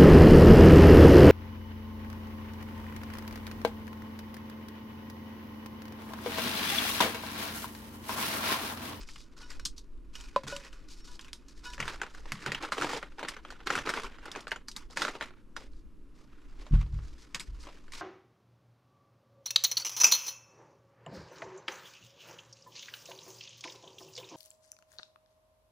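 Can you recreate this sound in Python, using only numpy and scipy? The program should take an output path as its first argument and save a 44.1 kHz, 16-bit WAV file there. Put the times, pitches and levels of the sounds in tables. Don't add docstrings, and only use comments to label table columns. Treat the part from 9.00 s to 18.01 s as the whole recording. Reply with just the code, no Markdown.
import sys
import numpy as np
from scipy import signal
from scipy.fft import rfft, irfft
from scipy.io import wavfile

SR = 44100
rng = np.random.default_rng(int(sys.argv[2]) if len(sys.argv) > 2 else 0)


def unload_audio(sound):
    columns = np.transpose(np.atleast_2d(sound))
    steps = np.round(np.clip(columns, -1, 1) * 32767)
    wavfile.write(sys.argv[1], SR, steps.astype(np.int16))


def voltage_ratio(decibels):
    exponent = np.asarray(decibels, float) / 20
    return 10 ** exponent


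N = 397341
T = np.arange(N) / SR


def evened(x):
    return x / np.sqrt(np.mean(x ** 2) + 1e-20)


def read(points, hz):
    f, value = np.transpose(points)
    return np.interp(np.log(hz + 1), np.log(f + 1), value)


def add(mix, s, sound):
    part = mix[..., max(round(s * SR), 0):][..., :sound.shape[-1]]
    part += sound[..., :part.shape[-1]]


def registers(x):
    edges = [((400, 800), "band"), ((700, 4000), "band"), (4000, "high")]
    return [signal.sosfilt(signal.butter(3, hz, kind, fs=SR, output="sos"), x) for hz, kind in edges]


def resonate(x, hz, width):
    turn = np.exp(2j * np.pi * np.cumsum(hz * np.ones(x.shape[-1])) / SR)
    r = np.exp(-np.pi * width / SR)
    return 2 * (turn * signal.lfilter([1 - r], [1, -r], x / turn)).real


def struck(modes, tilt_db, contact):
    t = T[:SR // 2]
    ring = np.zeros(len(t))
    for hz, db, t60 in modes:
        decay = voltage_ratio(db + tilt_db * np.log2(hz / 700) - 60 * t / t60)
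        ring += decay * np.sin(2 * np.pi * hz * t)
    ring *= 1 - np.exp(-t / contact)
    return ring / abs(ring).max()


# frequency in Hz, likeness from 0 to 1.
LIKENESS = [(60, 0.97), (240, 0.19), (950, 0.1), (3770, 0.99), (15000, 0.6)]


def pair(points):
    hz = np.fft.rfftfreq(N, 1 / SR)
    a, b = rfft(rng.standard_normal((2, N)))
    same = np.clip(read(LIKENESS, hz), 0, 1)
    right = same * a + np.sqrt(1 - same ** 2) * b
    return evened(irfft(voltage_ratio(read(points, hz)) * np.array([a, right]), N))


# frequency in Hz, relative density in dB per Hz.
AIR_COLOUR = [(41, -29), (70, -9), (113, -9), (207, -7.5), (291, -2.5), (768, -30), (1050, -22),
              (2070, -35), (2850, -34.5), (3120, -39), (6720, -44), (12900, -47.5), (15500, -78)]


def still_air():
    return voltage_ratio(-59.5) * pair(AIR_COLOUR)


# time in seconds, rms level in dB before the waver.
RUMBLE_LEVEL = [(0.0, -41.5), (0.48, -48.5), (0.7, -41.5), (1.33, -47.5), (1.55, -48.5), (1.81, -48.5),
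                (2.43, -50), (2.78, -44), (4.04, -54), (4.54, -50), (6.5, -52), (6.73, -45), (7.3, -54.5),
                (7.5, -41), (7.68, -42.5), (7.88, -49), (8.08, -45), (8.28, -52), (8.51, -48.5),
                (9.01, -48)]
# frequency in Hz, relative density in dB per Hz.
RUMBLE_COLOUR = [(4.7, -16), (8.0, 2.5), (16, -3), (26, -7), (51, -9), (81, -38.5), (120, -35.5),
                 (160, -66.5), (260, -120)]


def rumble():
    waver = np.zeros(N)
    for f in np.geomspace(1, 8, num=16):
        waver += np.sin(2 * np.pi * (f * T + rng.random())) / np.sqrt(f)
    waver_db = 2.5 * evened(waver)
    return voltage_ratio(np.interp(T, *np.transpose(RUMBLE_LEVEL)) + waver_db) * pair(RUMBLE_COLOUR)


def room(x):
    at = np.arange(120, SR // 3, 20)
    places = at + rng.integers(0, 20, (2, len(at)))
    signs = rng.choice([-1., 1.], (2, len(at)))
    taps = np.zeros((2, SR // 3 + 20))
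    np.put_along_axis(taps, places, signs, 1)
    taps *= voltage_ratio(-60 * T[:taps.shape[1]] / 0.12)
    return signal.oaconvolve(x, taps / np.linalg.norm(taps[0]), axes=1)[:, :N]


# frequency in Hz, level in dB before the tilt, t60 in seconds.
COUNTER_MODES = [(41.8, 9.5, 0.29), (59.26, 2.5, 0.58), (94.9, 1, 0.33), (137.3, -1.5, 0.34),
                 (177.6, -18, 0.37), (207, -18, 0.27), (247, -29, 0.073)]
# start in seconds, peak in dB, contact time in seconds,
# tilt in dB an octave.
BUMPS = [(1.44, -40, 0.002, 20), (2.799, -36.5, 0.0017, 19), (3.318, -36.5, 0.0032, 23),
         (3.336, -45, 0.0034, 22), (3.464, -34.5, 0.0043, 24), (3.798, -41.5, 0.0071, 19),
         (4.757, -42.5, 0.0055, 6), (7.71, -15.5, 0.01, 5.5), (7.736, -10.5, 0.0028, 3.5),
         (7.916, -24, 0.02, 1), (8.484, -33, 0.011, -7.5)]


def bumps():
    out = np.zeros(N)
    for s, db, contact, tilt_db in BUMPS:
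        add(out, s, -voltage_ratio(db) * struck(COUNTER_MODES, tilt_db, contact))
    return out


# frequency in Hz, level in dB, t60 in seconds when ringing freely.
PAN_MODES = [(980, -11.5, 0.33), (1460, 1, .12), (1710, -17, 0.34), (2515, 0.5, 0.055), (2950, -1, 0.096),
             (3740, -8.5, 0.17), (4650, -22.5, 0.14), (4430, -24, 0.28), (5500, -10.5, 0.28),
             (5400, -25, .1)]
# start in seconds, peak in dB, tilt in dB an octave,
# contact time in seconds.
CLANGS = [(0.429, -45, 0.5, 0.0052), (0.594, -48, 5, 0.0013), (1.16, -45, 4, 0.0022),
          (1.524, -33, -4, 0.00076), (2.0, -58, 21, 0.015), (2.079, -51, -9, 0.011),
          (2.652, -35.5, -3.5, 0.024)]


def clangs():
    out = np.zeros(N)
    for s, db, tilt_db, contact in CLANGS:
        add(out, s, voltage_ratio(db) * struck(PAN_MODES, tilt_db, contact))
    return out


# frequency in Hz, level in dB before the tilt,
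# t60 in seconds before the grip.
SPOON_MODES = [(565, 15, 0.075), (532, -6.5, 0.31), (629, -45, 0.034), (1010, 11.5, 0.062),
               (1070, -5, 0.079), (2480, -28, 0.022)]
# start in seconds, peak in dB, tilt in dB an octave,
# contact time in seconds, looseness of grip as a factor on t60.
KNOCKS = [(1.3616, -11.5, 9.5, 0.00061, 0.88), (1.5243, -33, -13, 0.0008, 2.7)]


def knocks():
    out = np.zeros(N)
    for s, db, tilt_db, contact, loose in KNOCKS:
        add(out, s, voltage_ratio(db) * struck(np.array(SPOON_MODES) * [1, 1, loose], tilt_db, contact))
    return out


def scrape(rubbing):
    end_s, hum_db = 2.76, 2.5
    food_damping = 3.76
    held = rubbing.mean(0) * (T < end_s)
    hum = sum(voltage_ratio(db) * resonate(held, hz, food_damping / t60) for hz, db, t60 in PAN_MODES)
    return voltage_ratio(hum_db) * hum


# frequency in Hz, level in dB per Hz.
SHEET_COLOUR = [(71, -41), (120, 8), (271, 11), (398, -9), (441, -11.5), (704, -14.5), (917, -1.5),
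                (1430, -2.5), (4570, -5.5), (4860, -5.5), (7300, -13), (13400, -31), (15500, -43.5)]


def sheet_response():
    level_db = np.maximum(read(SHEET_COLOUR, np.fft.rfftfreq(4096, 1 / SR)), -100)
    half = np.log(voltage_ratio(level_db))
    full = np.r_[half, half[-2:0:-1]]
    return np.fft.ifft(np.exp(full - 1j * signal.hilbert(full).imag)).real[:2048]


IDLE_HZ, IDLE_TREBLE_DB = 1250, -6.5
# time in seconds, effort in dB.
IDLE_EFFORT = [(0, -67), (.8, -79), (1.1, -78), (1.5, -62), (2.6, -70), (3.0, -60.5), (5.4, -75),
               (5.7, -83.5), (6.3, -77.5), (6.5, -84), (6.9, -89.5), (7.5, -69.5), (8.3, -65.5),
               (9.01, -66)]
# start in seconds, length in seconds, effort in dB,
# hollow of the folds in Hz, treble over 4 kHz in dB.
STROKES = [(0, 0.018, -45.5, 2260, 0), (0.06, 0.18, -65.5, 2800, 10.5), (0.361, 0.16, -57.5, 1450, 0),
           (0.489, 0.041, -50.5, 1980, -3), (0.52, .07, -62, 905, -1), (0.761, 0.037, -63, 3260, 8.5),
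           (1.13, 0.16, -54, 2400, -2), (1.328, 0.07, -56, 1070, -8), (1.469, 0.1, -44, 1490, 0.5),
           (1.593, 0.088, -49, 1940, -7), (1.72, 0.034, -56, 1680, -2), (1.878, 0.12, -63, 3040, 11),
           (2.039, 0.12, -57.5, 1290, 6.5), (2.19, 0.098, -57, 2850, -15), (2.477, 0.043, -64.5, 1900, 8),
           (2.55, 0.047, -62.5, 2000, 4.5), (2.635, .11, -51.5, 1430, 2), (2.787, 0.11, -41, 1680, -10),
           (2.849, 0.11, -45, 1500, -8.5), (2.992, .08, -49, 1500, -26), (3.092, 0.37, -63.5, 1480, -4),
           (3.27, 0.2, -52.5, 2100, -11), (3.377, 0.18, -54, 1630, -6), (3.445, 0.14, -44, 1600, -21),
           (3.599, 0.069, -39, 1250, -16), (3.709, 0.036, -41.5, 1380, -5), (3.765, 0.21, -36.5, 1270, -8),
           (4.002, 0.082, -55, 1340, -17), (4.172, 0.12, -48.5, 1160, -18),
           (4.266, 0.073, -47.5, 2020, -14), (4.356, 0.031, -51, 1440, -25), (4.453, 0.11, -54, 1370, -16),
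           (4.595, 0.025, -55, 1450, -24), (4.658, 0.094, -40, 1420, -7.5), (4.719, 0.1, -36, 1370, -10.5),
           (4.845, .21, -40.5, 1440, -11), (5.068, 0.21, -57.5, 1530, -17), (5.249, 0.17, -50.5, 1470, -14),
           (5.344, 0.089, -52, 1240, -9), (5.468, 0.056, -56, 1700, -14), (5.552, 0.062, -61.5, 1750, -25),
           (5.673, 0.026, -60.5, 2900, 6), (5.747, .09, -52, 3600, -10), (5.897, .04, -60.5, 1170, 2),
           (5.959, 0.14, -41, 1410, -4.5), (6.125, 0.06, -51, 1170, -10.5), (6.196, .07, -49.5, 1350, -10),
           (6.273, 0.11, -63, 1480, -21), (6.554, 0.071, -55, 1310, -4), (6.598, 0.068, -55, 970, -11),
           (6.704, 0.099, -75, 2080, 6), (7.14, 0.1, -65, 1150, -4), (7.27, 0.41, -68.5, 1600, -16),
           (7.584, 0.13, -55, 1070, -9), (7.713, 0.11, -48.5, 1320, -12), (7.914, 0.11, -57, 1300, -6.5),
           (8.013, 0.17, -67.5, 1100, 1), (8.176, 0.057, -57.5, 2200, 2), (8.337, 0.043, -48, 1900, -12),
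           (8.392, 0.069, -58.5, 3200, 1), (8.592, 0.057, -53, 2600, 1.5), (8.626, 0.14, -54, 1000, -10),
           (8.919, .12, -45.5, 2100, -3.5)]


def hand():
    rise_s, sag_db, release_db_per_s = .015, -5, 401
    power = voltage_ratio(2 * np.interp(T, *np.transpose(IDLE_EFFORT)))
    sums = np.array([power, power * IDLE_HZ, power * voltage_ratio(IDLE_TREBLE_DB)])
    t = T[:SR // 2]
    for s, length, db, hz, treble_db in STROKES:
        fall_db = sag_db * np.minimum(t / length, 1) - release_db_per_s * np.maximum(t - length, 0)
        effort = np.minimum(t / rise_s, 1) * voltage_ratio(db + fall_db)
        add(sums, s, np.outer([1, hz, voltage_ratio(treble_db)], effort ** 2))
    return np.sqrt(sums[0]), sums[1] / sums[0], sums[2] / sums[0]


# time in seconds, weight.
CRISPNESS = [(0, 0.61), (2.7, 0.26), (2.78, 0.57), (6.35, 0.8), (6.45, 0.48), (9.01, 0.36)]


def rustle(sheet):
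    effort, hollow_hz, bright = hand()
    body_db = -2.5 - 9 * np.log2(hollow_hz / IDLE_HZ)
    clumps = evened(signal.lfilter([1], [1, -.997], rng.standard_normal(N)))
    slips, t = np.zeros((2, N)), T[:1200]
    for hz in np.geomspace(250, 12000, num=32):
        happens = rng.random(N) < 70 / SR
        size = voltage_ratio(2.5 * np.minimum(rng.exponential(1, N), 5) + 3.8 * clumps) * happens
        facet = np.sin(2 * np.pi * hz * t) * np.exp(-np.pi * .09 * hz * t)
        grain = rng.standard_normal(len(t)) * voltage_ratio(-60 * t / 0.038)
        slip = facet / np.linalg.norm(facet) + .45 * grain / np.linalg.norm(grain)
        side = voltage_ratio(2.7 * rng.standard_normal())
        slips += signal.oaconvolve(size, slip)[:N] * np.array([[side], [1 / side]])
    hiss = pair([(100, 0.047), (16000, 0.0045)]) * voltage_ratio(3.4 * clumps)
    crisp = np.interp(T, *np.transpose(CRISPNESS))
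    drive = crisp * evened(slips) + 0.77 * hiss
    body, middle, treble = registers(signal.oaconvolve(drive, sheet[None], axes=1)[:, :N])
    hollow = evened(resonate(drive, hollow_hz, 300))
    middle = evened(evened(middle) + 0.48 * hollow)
    return effort * (middle + voltage_ratio(body_db) * evened(body) + bright * evened(treble))


# start in seconds,
# peak in dB before panning, ringing in Hz, extra brightness in dB, t60 of the shaking in seconds.
SNAPS = [(0.088, -38.5, 2180, -3, 0.043), (0.159, -37.5, 2930, -6, 0.039), (0.431, -50, 1460, 6, 0.035),
         (0.504, -32.5, 5200, -12, 0.051), (0.516, -36.5, 1920, 3.5, 0.055), (0.597, -33.5, 1480, 8, 0.018),
         (0.652, -20.5, 6200, 5.5, 0.072), (0.658, -21, 5940, -3, 0.029), (0.78, -36, 5360, 2, 0.035),
         (1.152, -43, 2850, 17, 0.031), (1.154, -30.5, 2940, 2, 0.054), (1.209, -37.5, 3130, 0.5, 0.053),
         (1.361, -21, 1030, 5.5, 0.026), (1.435, -35, 1000, 9, 0.052), (1.468, -36, 1050, 6, 0.026),
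         (1.564, -27, 2960, 0.1, 0.031), (1.729, -43, 2940, -3, 0.05), (2.077, -46, 1100, 10, 0.035),
         (2.193, -34.5, 3200, -5.5, 0.03), (2.211, -37, 2920, 9, 0.052), (2.246, -41.5, 2950, -1, 0.052),
         (2.282, -41, 2200, -1, 0.042), (2.331, -25.5, 3340, 2, 0.013), (2.484, -42, 6610, -7, 0.038),
         (2.735, -34.5, 2960, -5, 0.048), (2.78, -32.5, 1650, -9, 0.032), (2.802, -18.5, 1924, -1, 0.033),
         (2.826, -26, 2080, -8, 0.038), (2.855, -31, 1390, 2, 0.035), (2.879, -21.5, 1460, 1.5, 0.053),
         (2.942, -37, 1420, 0.1, 0.028), (3.016, -19, 1550, -3.5, 0.026), (3.033, -27.5, 1380, -5, 0.03),
         (3.065, -34.5, 1430, -2, 0.035), (3.148, -36.5, 1520, 1.5, 0.038), (3.256, -37, 950, -2, 0.029),
         (3.32, -18, 2060, 0.5, 0.015), (3.391, -42, 1340, 0.1, 0.035), (3.462, -19.5, 1510, 1, 0.025),
         (3.471, -28, 950, 3, 0.024), (3.519, -17.5, 1840, -1.5, 0.035), (3.547, -21, 2900, -10.5, 0.035),
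         (3.625, -30.5, 1280, 12, 0.024), (3.649, -26, 1330, 1, 0.062), (3.721, -17.5, 1400, 2.2, 0.083),
         (3.781, -21, 990, 0.1, 0.052), (3.813, -21.5, 1400, 3.5, 0.028), (3.821, -17.5, 1430, -6, 0.029),
         (3.832, -24.5, 1030, 6, 0.028), (3.845, -19.5, 923, 3, 0.029), (3.869, -31, 960, 2, 0.035),
         (3.892, -33, 2130, -15, 0.059), (3.911, -30, 1890, -3, 0.046), (3.933, -22.5, 930, 5.5, 0.066),
         (3.967, -30, 910, -7, 0.035), (3.979, -34.5, 900, -1, 0.041), (4.028, -27, 1400, -6, 0.027),
         (4.121, -44.5, 1470, -3, 0.047), (4.184, -34, 865, -4, 0.035), (4.193, -29, 1390, -1.5, 0.035),
         (4.229, -24, 890, -1, 0.061), (4.249, -27, 1410, -6, 0.046), (4.285, -23.5, 1960, 4.5, 0.062),
         (4.309, -39, 920, 11, 0.027), (4.366, -32.5, 1450, -4, 0.045), (4.45, -34.5, 1280, -5, 0.028),
         (4.504, -32, 1510, 3.5, 0.073), (4.524, -36, 890, 5, 0.038), (4.604, -39.5, 1410, -10, 0.029),
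         (4.671, -19.5, 1330, 1.5, 0.024), (4.703, -15.5, 1430, -4, 0.055), (4.753, -18, 1460, 1, 0.1),
         (4.778, -20, 1310, -3, 0.055), (4.788, -22, 1600, 0.1, 0.059), (4.855, -33, 1360, -8, 0.035),
         (4.873, -21.5, 1290, -8, 0.044), (4.892, -17.5, 1410, 3, 0.071), (4.938, -21, 1410, -2, 0.042),
         (4.973, -24, 990, 0.1, 0.042), (4.998, -28, 1290, 2, 0.041), (5.034, -29, 1130, 9, 0.029),
         (5.185, -40.5, 1360, -6, 0.064), (5.256, -33, 1460, 4, 0.042), (5.281, -36.5, 1360, -20, 0.044),
         (5.316, -26.5, 3600, -2.5, 0.038), (5.351, -29, 1640, -11, 0.047), (5.36, -25.5, 1010, -3, 0.021),
         (5.406, -36.5, 3330, 1, 0.039), (5.47, -28, 1510, -7, 0.028), (5.48, -32, 1230, 6, 0.026),
         (5.51, -33, 2690, 0.1, 0.014), (5.517, -17, 1720, -6.5, 0.035), (5.56, -33, 1370, 0.1, 0.046),
         (5.684, -25.5, 4400, -3, 0.035), (5.715, -34, 5840, 4, 0.041), (5.764, -24.5, 3760, -2, 0.05),
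         (5.901, -45.5, 931, -14, 0.035), (5.972, -17, 1660, 1.5, 0.038), (6.019, -16.5, 1370, 5, 0.073),
         (6.05, -17.5, 1430, -2, 0.032), (6.081, -21, 1350, -6, 0.063), (6.153, -32.5, 920, -5, 0.035),
         (6.21, -21, 1670, -11, 0.039), (6.224, -23.5, 1800, -3.5, 0.055), (6.258, -37, 1770, -2, 0.035),
         (6.307, -44, 1410, -15, 0.035), (6.565, -26, 1400, 2, 0.049), (6.734, -53, 4230, -15, 0.041),
         (7.666, -38.5, 1000, -3, 0.035), (7.74, -37, 1130, -13, 0.067), (7.863, -49, 942, -1, 0.032),
         (7.989, -46.5, 1160, -5, 0.03), (8.346, -21.5, 2200, 5.5, 0.043), (8.354, -26.5, 1810, 4, 0.043),
         (8.397, -28, 3550, 2, 0.059), (8.404, -30, 2220, 3, 0.072), (8.67, -36.5, 1010, -3, 0.035),
         (8.688, -39, 980, -1, 0.058), (8.881, -44, 1550, -4, 0.035), (8.921, -35.5, 1920, 7.5, 0.056),
         (8.935, -33.5, 2150, 4.5, 0.049)]


def snaps(sheet):
    out, t = np.zeros((2, N)), T[:4000]
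    rise = 1 - np.exp(-t / .0003)
    opposite = np.array([[1], [-1]])
    for s, db, hz, bright_db, t60 in SNAPS:
        shaking = voltage_ratio(-60 * t / t60) + voltage_ratio(-11.0 - 60 * t / 0.14)
        burst = rng.standard_normal(len(t)) * shaking * rise
        burst[8] += 7.0
        burst = signal.fftconvolve(burst, sheet)[:len(t)]
        neighbours = sum(resonate(burst, f, .06 * f) for f in 500 * 24 ** rng.random(6))
        body, middle, treble = registers(burst + 1.1 * neighbours)
        facet = np.sin(2 * np.pi * hz * t) * np.exp(-np.pi * .11 * hz * t) * rise
        coloured = evened(resonate(burst, hz, 0.6 * hz))
        sound = evened(0.43 * evened(middle) + .5 * coloured + 0.64 * evened(facet))
        octaves = np.log2(hz / 1500)
        sound += voltage_ratio(-9 - 9.5 * octaves - 0.38 * bright_db) * evened(body)
        sound += voltage_ratio(-10 + 9.5 * octaves + bright_db) * evened(treble)
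        pan_db = 1.5 * (rng.random() - .5) * opposite
        apart = 0.27 * evened(neighbours) * opposite
        add(out, s, voltage_ratio(db + pan_db) * (sound + apart) / abs(sound).max())
    return out


def scene():
    sheet = sheet_response()
    rubbing = rustle(sheet)
    near = snaps(sheet) + rubbing + scrape(rubbing)
    blows = knocks() + clangs() + bumps()
    return near + voltage_ratio(-18) * room(near) + blows + rumble() + still_air()


def low_pass(x):
    return signal.sosfilt(signal.butter(12, 15830, fs=SR, output="sos"), x)


# frequency in Hz, gain in dB.
WIDTH = [(30, 7.5), (300, -11.5), (700, -13), (1500, -6), (3000, -0.5), (6000, -4), (14000, -3)]
# frequency in Hz, left over right in dB.
LEAN = [(60, 0), (600, 0), (1300, -.9), (3000, -.4), (9000, 1), (14000, 2.5)]


def record(dry):
    hz = np.fft.rfftfreq(N, 1 / SR)
    left, right = rfft(dry)
    mid = (left + right) / 2
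    side = (left - right) / 2 * voltage_ratio(read(WIDTH, hz))
    lean = voltage_ratio(read(LEAN, hz) / 2)
    mix = irfft(np.array([(mid + side) * lean, (mid - side) / lean]), N)
    return low_pass(mix)


dry = scene()
out = record(dry)
unload_audio(out)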